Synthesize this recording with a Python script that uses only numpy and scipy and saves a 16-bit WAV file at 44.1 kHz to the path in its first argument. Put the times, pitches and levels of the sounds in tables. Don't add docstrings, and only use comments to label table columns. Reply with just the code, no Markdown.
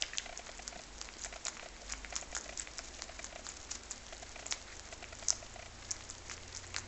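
import sys
import numpy as np
from scipy import signal
from scipy.fft import rfft, irfft, next_fast_len
from scipy.io import wavfile

SR = 44100
rng = np.random.default_rng(int(sys.argv[2]) if len(sys.argv) > 2 else 0)


def to_wav(s):
    ch = np.atleast_2d(s).T
    pcm = np.round(np.clip(ch, -1, 1) * 32767)
    wavfile.write(sys.argv[1], SR, pcm.astype(np.int16))


N = 302967
TIME = np.arange(N) / SR
CUTOFF_HZ = 8100


def from_db(db):
    return 10 ** (np.asarray(db) / 20)


def rms_one(x):
    return x / np.sqrt(np.mean(x ** 2) + 1e-20)


def in_time(rows):
    s, *columns = np.transpose(rows)
    return [np.interp(TIME, s, c) for c in columns]


def add(track, s, sound):
    start = int(np.clip(s * SR, 0, N - 1))
    track[start:start + len(sound)] += sound[:N - start]


def coloured(x, points):
    hz, db = np.transpose(points)
    size = next_fast_len(len(x))
    bins = np.maximum(np.fft.rfftfreq(size, 1 / SR), 1)
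    gain = from_db(np.interp(np.log(bins), np.log(hz), db))
    return irfft(rfft(x, size) * gain, size)[:len(x)]


def resonance(x, hz, width_hz):
    r = np.exp(-np.pi * width_hz / SR)
    zeros = np.array([1, 0, -1]) * (1 - r * r) / 2
    poles = [1, -2 * r * np.cos(2 * np.pi * hz / SR), r * r]
    return signal.lfilter(zeros, poles, x + 1e-18)


def drift(rate):
    knots = rng.standard_normal(4096)
    return rms_one(np.interp(TIME * rate, np.arange(len(knots)), knots))


def top_cut(x):
    return signal.fftconvolve(x, signal.firwin(141, CUTOFF_HZ, window=("kaiser", 6), fs=SR), "same")


# [break t/s, level/dB, ring f/Hz, knock level/dB, skin crack's lead t/s, skin level/dB, splinter level/dB]
BITE_TABLE = [(0.0233, -23.5, 3940, -54, .0098, -38.5, -53), (.184, -25, 4400, -50, 0.01, -33, -52),
              (0.3754, -35, 6300, -60, .02, -58, -48), (0.6787, -32, 5700, -43, .006, -56, -46),
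              (1.0144, -33, 5920, -38, 0.0065, -54, -58), (1.2183, -40, 7260, -61, 0.0044, -47, -42),
              (1.2474, -35, 7000, -39, .009, -36, -45), (1.4684, -29.5, 5170, -39, 0.016, -31.5, -52),
              (1.4826, -31, 6900, -35, 0.0043, -46, -45), (1.9232, -31, 6470, -57, 0.017, -44.5, -40),
              (2.1639, -27.5, 5870, -34, 0.0078, -33, -34.5), (2.213, -38, 6950, -62, .01, -49, -49),
              (2.35, -32, 7050, -38, .02, -52, -38), (2.3664, -33.5, 5000, -32, 0.009, -40, -33.5),
              (2.4108, -40, 6360, -54, .025, -40, -55), (2.5975, -29, 7350, -41, .0221, -34, -51),
              (2.7907, -35, 5200, -37.5, 0.0067, -34.5, -48),
              (3.0212, -32.5, 4820, -36.5, 0.0067, -57, -47), (3.244, -35, 6460, -42, .014, -46, -41),
              (3.4668, -37.5, 4560, -39.5, .006, -51, -52), (3.4893, -35.5, 7050, -47, 0.0045, -54, -46),
              (3.7175, -32.5, 6000, -48, 0.0032, -35, -46), (3.9106, -33.5, 7000, -46, .006, -57, -36),
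              (4.4653, -34.5, 7060, -47, 0.0045, -48, -52), (4.5098, -33, 6900, -49, 0.0047, -57, -30),
              (4.524, -25, 5200, -28.5, 0.012, -36, -41), (4.7957, -40.5, 5570, -45, 0.024, -55, -54),
              (5.2854, -22, 6310, -46.5, 0.0019, -31, -42), (5.3045, -18.5, 6330, -36.5, .0092, -32, -49),
              (5.9132, -27, 6470, -65, 0.0046, -32.5, -35), (6.1001, -36.5, 7100, -47, .008, -45, -40.5),
              (6.2978, -39.5, 4830, -37.5, 0.015, -46, -49), (6.5645, -39.5, 5900, -60, 0.015, -38.5, -38),
              (6.7641, -28, 5000, -29, 0.022, -42.5, -40), (6.784, -35, 5000, -38.5, .003, -44, -39)]
SKIN_HZ, SKIN_KNOCK_DB = 6390, -19
SPLINTER_GAP_S, SPLINTER_LOSS_DB = .0055, 5.5
SPLINTER_HZ, SPLINTER_KNOCK_DB = 6300, -14


def bite_cracks():
    rows = []
    chances = rng.uniform(-1, 1, (len(BITE_TABLE), 4, 3))
    for (s, db, hz, knock_db, lead_s, skin_db, splinter_db), chance in zip(BITE_TABLE, chances):
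        rows.append((s - lead_s, skin_db, SKIN_HZ, skin_db + SKIN_KNOCK_DB))
        rows.append((s, db, hz, knock_db))
        for k, (gap, size, pitch) in enumerate(chance):
            s = s + SPLINTER_GAP_S * (1 + .5 * gap)
            level_db = splinter_db - SPLINTER_LOSS_DB * k + 2 * size
            splinter_hz = SPLINTER_HZ * (1 + .15 * pitch)
            rows.append((s, level_db, splinter_hz, level_db + SPLINTER_KNOCK_DB))
    return rows


# [t/s, knock level/dB]
TOOTH_CLICK_TABLE = [(1.0889, -40.5), (1.339, -43), (1.5697, -42.5), (1.5965, -40), (1.9362, -36.5),
                     (2.0473, -36), (2.6064, -42), (2.6738, -39.5), (5.0423, -41), (6.0087, -44.5),
                     (6.3135, -38.5), (6.3792, -45), (6.745, -36.5)]
TOOTH_HZ, TOOTH_RING_DB = 2180, -8.5


def tooth_clicks():
    return [(s, db + TOOTH_RING_DB, TOOTH_HZ, db) for s, db in TOOTH_CLICK_TABLE]


TICKS_PER_S, TICK_DB, TICK_SPREAD_DB = 14, -48, 1
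TICK_LOW_HZ, TICK_HIGH_HZ, TICK_KNOCK_DB = 3600, 7760, -8


def stray_ticks():
    rows = []
    for when, size, pitch in rng.random((int(TICKS_PER_S * N / SR), 3)):
        level_db = TICK_DB - TICK_SPREAD_DB * np.log(max(size, .1))
        hz = TICK_LOW_HZ + pitch * (TICK_HIGH_HZ - TICK_LOW_HZ)
        rows.append((when * (N - 1) / SR, level_db, hz, level_db + TICK_KNOCK_DB))
    return rows


# [f/Hz, width/Hz]
RING_WIDTH_CURVE = [(2000, 540), (4400, 3460), (5600, 3300), (6900, 860)]
SNAP_S = .0022
KNOCK_TRIM_DB = -0.5


def snaps(rows, split_s=0.00054, split_size=0.25, broad_share=0.049, broad_hz=3000,
          knock_hz=1150, knock_width_hz=1900):
    out, t = np.zeros(N), np.arange(512) / SR
    burst = np.arange(len(t)) == 0
    span = np.sqrt(SNAP_S * SR / len(t))
    lead = 32
    for s, level_db, hz, dull_db in rows:
        force = burst + split_size * rng.standard_normal(len(t)) * np.exp(-t / split_s)
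        half = min(np.interp(hz, *np.transpose(RING_WIDTH_CURVE)) / 2, .8 * hz)
        ring = signal.lfilter(*signal.butter(2, [hz - half, hz + half], "band", fs=SR), force)
        broad = resonance(resonance(force, broad_hz, broad_hz), hz, 2 * hz)
        crisp = top_cut(np.pad(ring + broad_share * broad, (lead, 0))[:len(t)])
        knock = resonance(resonance(force, knock_hz, knock_width_hz), knock_hz, knock_width_hz)
        add(out, s - lead / SR, span * from_db(level_db) * rms_one(crisp))
        add(out, s, span * from_db(dull_db + KNOCK_TRIM_DB) * rms_one(knock))
    return out


def crackle(colour, per_s=1500, spread_db=4.0, clump_db=5.0):
    born = rng.random(N) < per_s / SR
    sizes = from_db(spread_db * np.minimum(rng.exponential(1, N), 3)) * rng.choice([-1, 1], N)
    clumps = from_db(clump_db * drift(rate=98))
    return rms_one(top_cut(coloured(born * sizes * clumps, colour)))


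# [f/Hz, relative level/dB]
LEAF_COLOUR = [(500, -15.5), (1200, -13.5), (2200, -8.5), (3300, -11), (5000, -5), (7000, 0.5), (8500, -13)]


def tearing(rows, reach_s=0.015, level_db=-34.5, growth=0.6):
    power = np.zeros(N)
    for s, snap_db, _, _ in rows:
        power[int(s * SR)] += from_db(growth * snap_db + level_db) ** 2
    strain = np.exp(-np.abs(np.arange(-4096, 4097)) / (reach_s * SR))
    swell = np.sqrt(np.maximum(signal.fftconvolve(power, strain, "same"), 0))
    return swell * crackle(LEAF_COLOUR)


def rubs(rows, rise_s, width_hz):
    out, t = np.zeros(N), np.arange(4096) / SR
    swell = t / rise_s * np.exp(1 - t / rise_s)
    for s, db, hz in rows:
        force = swell * rng.standard_normal(len(t))
        sound = resonance(resonance(force, hz, width_hz), hz, 2 * width_hz)
        add(out, s, from_db(db) * rms_one(sound) * np.sqrt(2 * np.mean(swell ** 2)))
    return out


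# [t/s, crest level/dB, f/Hz]
SQUEAK_TABLE = [(.034, -38.5, 1950), (.133, -37, 1950), (.195, -41.5, 1950)]


def squeaks():
    return rubs(SQUEAK_TABLE, rise_s=0.00089, width_hz=310)


# [f/Hz, gain/dB]
ECHO_COLOUR = [(300, 11), (1000, 0), (2200, -1.5), (4000, -6), (7000, -8), (8500, -9)]


def room(x, t60=0.39, wet_db=-7.0, gap_s=0.003):
    t = np.arange(SR // 2) / SR
    tail = rng.standard_normal(len(t)) * from_db(-60 * t / t60) * (t > gap_s)
    tail = coloured(tail / np.sqrt(np.sum(tail ** 2)), ECHO_COLOUR)
    return from_db(wet_db) * signal.fftconvolve(x, tail)[:N]


def rustle(swells, colour, rest_db):
    power = sum(from_db(db) ** 2 * np.exp(-((TIME - s) / half_s) ** 2) for s, db, half_s in swells)
    return np.sqrt(power + from_db(rest_db) ** 2) * crackle(colour)


# [t/s, swell level/dB, half length t/s]
DRAG_TABLE = [(1.23, -54, 0.04), (1.91, -57, 0.02), (2.59, -44, 0.017), (2.86, -56, 0.046),
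              (3.18, -52, .03), (3.52, -54, 0.022), (3.75, -49.5, 0.022), (4.31, -61, 0.029),
              (6.32, -48, .02), (6.57, -56, 0.029), (6.66, -58, 0.092)]


def leaf_drags():
    return rustle(DRAG_TABLE, LEAF_COLOUR, rest_db=-60.5)


# [t/s, swell level/dB, half length t/s]
GRIND_TABLE = [(.07, -65, 0.037), (.24, -57, 0.18), (.73, -57.5, 0.069), (1.65, -56.5, 0.11),
               (1.91, -47.5, 0.015), (2.16, -49, 0.022), (3.21, -53, 0.037), (3.75, -61.5, 0.082),
               (4.30, -58, 0.058), (4.72, -54, 0.039), (6.65, -58.5, 0.23)]
# [f/Hz, relative level/dB]
CHEEK_COLOUR = [(400, -18.5), (1200, -4.5), (2100, 1), (2900, -12.5), (4200, -7), (8000, -18.5)]


def cheek_grinding():
    return rustle(GRIND_TABLE, CHEEK_COLOUR, rest_db=-65.5)


# [t/s, crest level/dB, f/Hz]
BUMP_TABLE = [(.757, -54.5, 196), (1.155, -57, 307), (1.812, -54.5, 600)]


def bumps():
    return rubs(BUMP_TABLE, rise_s=0.0058, width_hz=160)


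# [t/s, probes, quick moves]
HUNT_TABLE = [(.025, 1, 0), (.259, 0, 3), (.392, 3, 3), (1.259, 1, 0), (1.326, 0, 2), (1.459, 1, 0),
              (1.626, 0, 2), (2.125, 3, 3), (2.792, 1, 0), (2.992, 3, 3), (4.1255, 2, 4), (4.9255, 6, 4)]
BEAT_S, PROBE_BEATS = 1 / 30, 3
FOCUS_DB, FOCUS_FADE_DB, FOCUS_SPREAD_DB = -48.5, 0.36, 1.5


def focus_moves():
    for s, probes, quick in HUNT_TABLE:
        run_start = PROBE_BEATS * probes + (probes > 0)
        beats = [PROBE_BEATS * k for k in range(probes)] + [run_start + k for k in range(quick)]
        for k, beat in enumerate(beats):
            scatter_db = FOCUS_SPREAD_DB * rng.standard_normal()
            yield s + beat * BEAT_S, FOCUS_DB - FOCUS_FADE_DB * k + scatter_db


# [f/Hz, width/Hz, relative gain/dB]
BARREL_MODES = [(666, 180, 4.5), (1460, 640, -6), (1950, 190, -5), (2325, 87, 0.5), (5000, 5000, -39)]


def focus_motor(move_s=.0095, start_hz=610, end_hz=800, rasp=0.12, fade_s=0.02, pitch_spread=.025):
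    out, t = np.zeros(N), np.arange(1024) / SR
    envelope = np.sqrt(np.maximum(1 - (t / move_s) ** 2, 0)) * np.exp(-t / fade_s)
    for s, db in focus_moves():
        rate = (start_hz + (end_hz - start_hz) * t / move_s) * (1 + pitch_spread * rng.standard_normal())
        steps = np.diff(np.floor(np.cumsum(rate) / SR), prepend=-1)
        drive = (steps + rasp * rng.standard_normal(len(t))) * envelope
        pip = sum(from_db(gain_db) * resonance(drive, hz, width) for hz, width, gain_db in BARREL_MODES)
        add(out, s, from_db(db) * rms_one(pip))
    return out


# [t/s, third order f/Hz, third order level/dB, fourth order level/dB]
ENGINE_CURVE = [(0, 40, -76, -80), (1.2, 40, -71, -60), (1.6, 38, -69, -66), (1.95, 50, -54.5, -73),
                (2.35, 55.5, -58.5, -73.5), (3.0, 65, -62, -83), (3.6, 69, -61, -72), (4.1, 71, -66.5, -69),
                (4.8, 75, -68, -68), (5.4, 78, -65, -62), (6.1, 85.5, -60.5, -67), (6.87, 89, -55.5, -71)]
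OVERTONE_DB, OVERTONE_HZ, OVERTONE_WIDTH_HZ = -10.5, 300, 110


def engine_drone(waver=0.17):
    hz, third_db, fourth_db = in_time(ENGINE_CURVE)
    turn = 2 * np.pi * np.cumsum(hz / 3) / SR + waver * drift(rate=9)
    third = from_db(third_db) * rms_one(np.sin(3 * turn))
    fourth = from_db(fourth_db) * rms_one(np.sin(4 * turn))
    overtones = sum(rms_one(np.sin(order * turn)) for order in range(6, 18, 3))
    body = resonance(overtones, OVERTONE_HZ, OVERTONE_WIDTH_HZ)
    return third + fourth + from_db(third_db + OVERTONE_DB) * body


def mains_hum(hz=50.2, level_db=-61, half_rate_db=-67):
    mains = 2 * np.pi * hz * TIME
    return from_db(level_db) * rms_one(np.sin(mains)) + from_db(half_rate_db) * rms_one(np.sin(mains / 2))


def whirr(hz=234, width_hz=10, level_db=-70):
    return from_db(level_db) * rms_one(resonance(rng.standard_normal(N), hz, width_hz))


# [f/Hz, relative level/dB]
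HISS_COLOUR = [(22, -3), (45, -13), (70, -8), (110, -17.5), (145, -17), (190, -18.5), (250, -17.5),
               (340, -14), (420, -16), (670, -15), (1100, -19), (2300, -21), (3400, -23), (7000, -24)]


def hiss(level_db=-54):
    return from_db(level_db) * rms_one(top_cut(coloured(rng.standard_normal(N), HISS_COLOUR)))


def scene():
    cracks = bite_cracks() + tooth_clicks() + stray_ticks()
    bites = snaps(cracks) + tearing(cracks) + squeaks()
    chewing = leaf_drags() + cheek_grinding()
    background = engine_drone() + mains_hum() + whirr() + hiss()
    return (bites + room(bites) + chewing + bumps() + focus_motor() + background)[None]


def record(dry):
    return top_cut(dry[0])[None]


dry = scene()
out = record(dry)
to_wav(out)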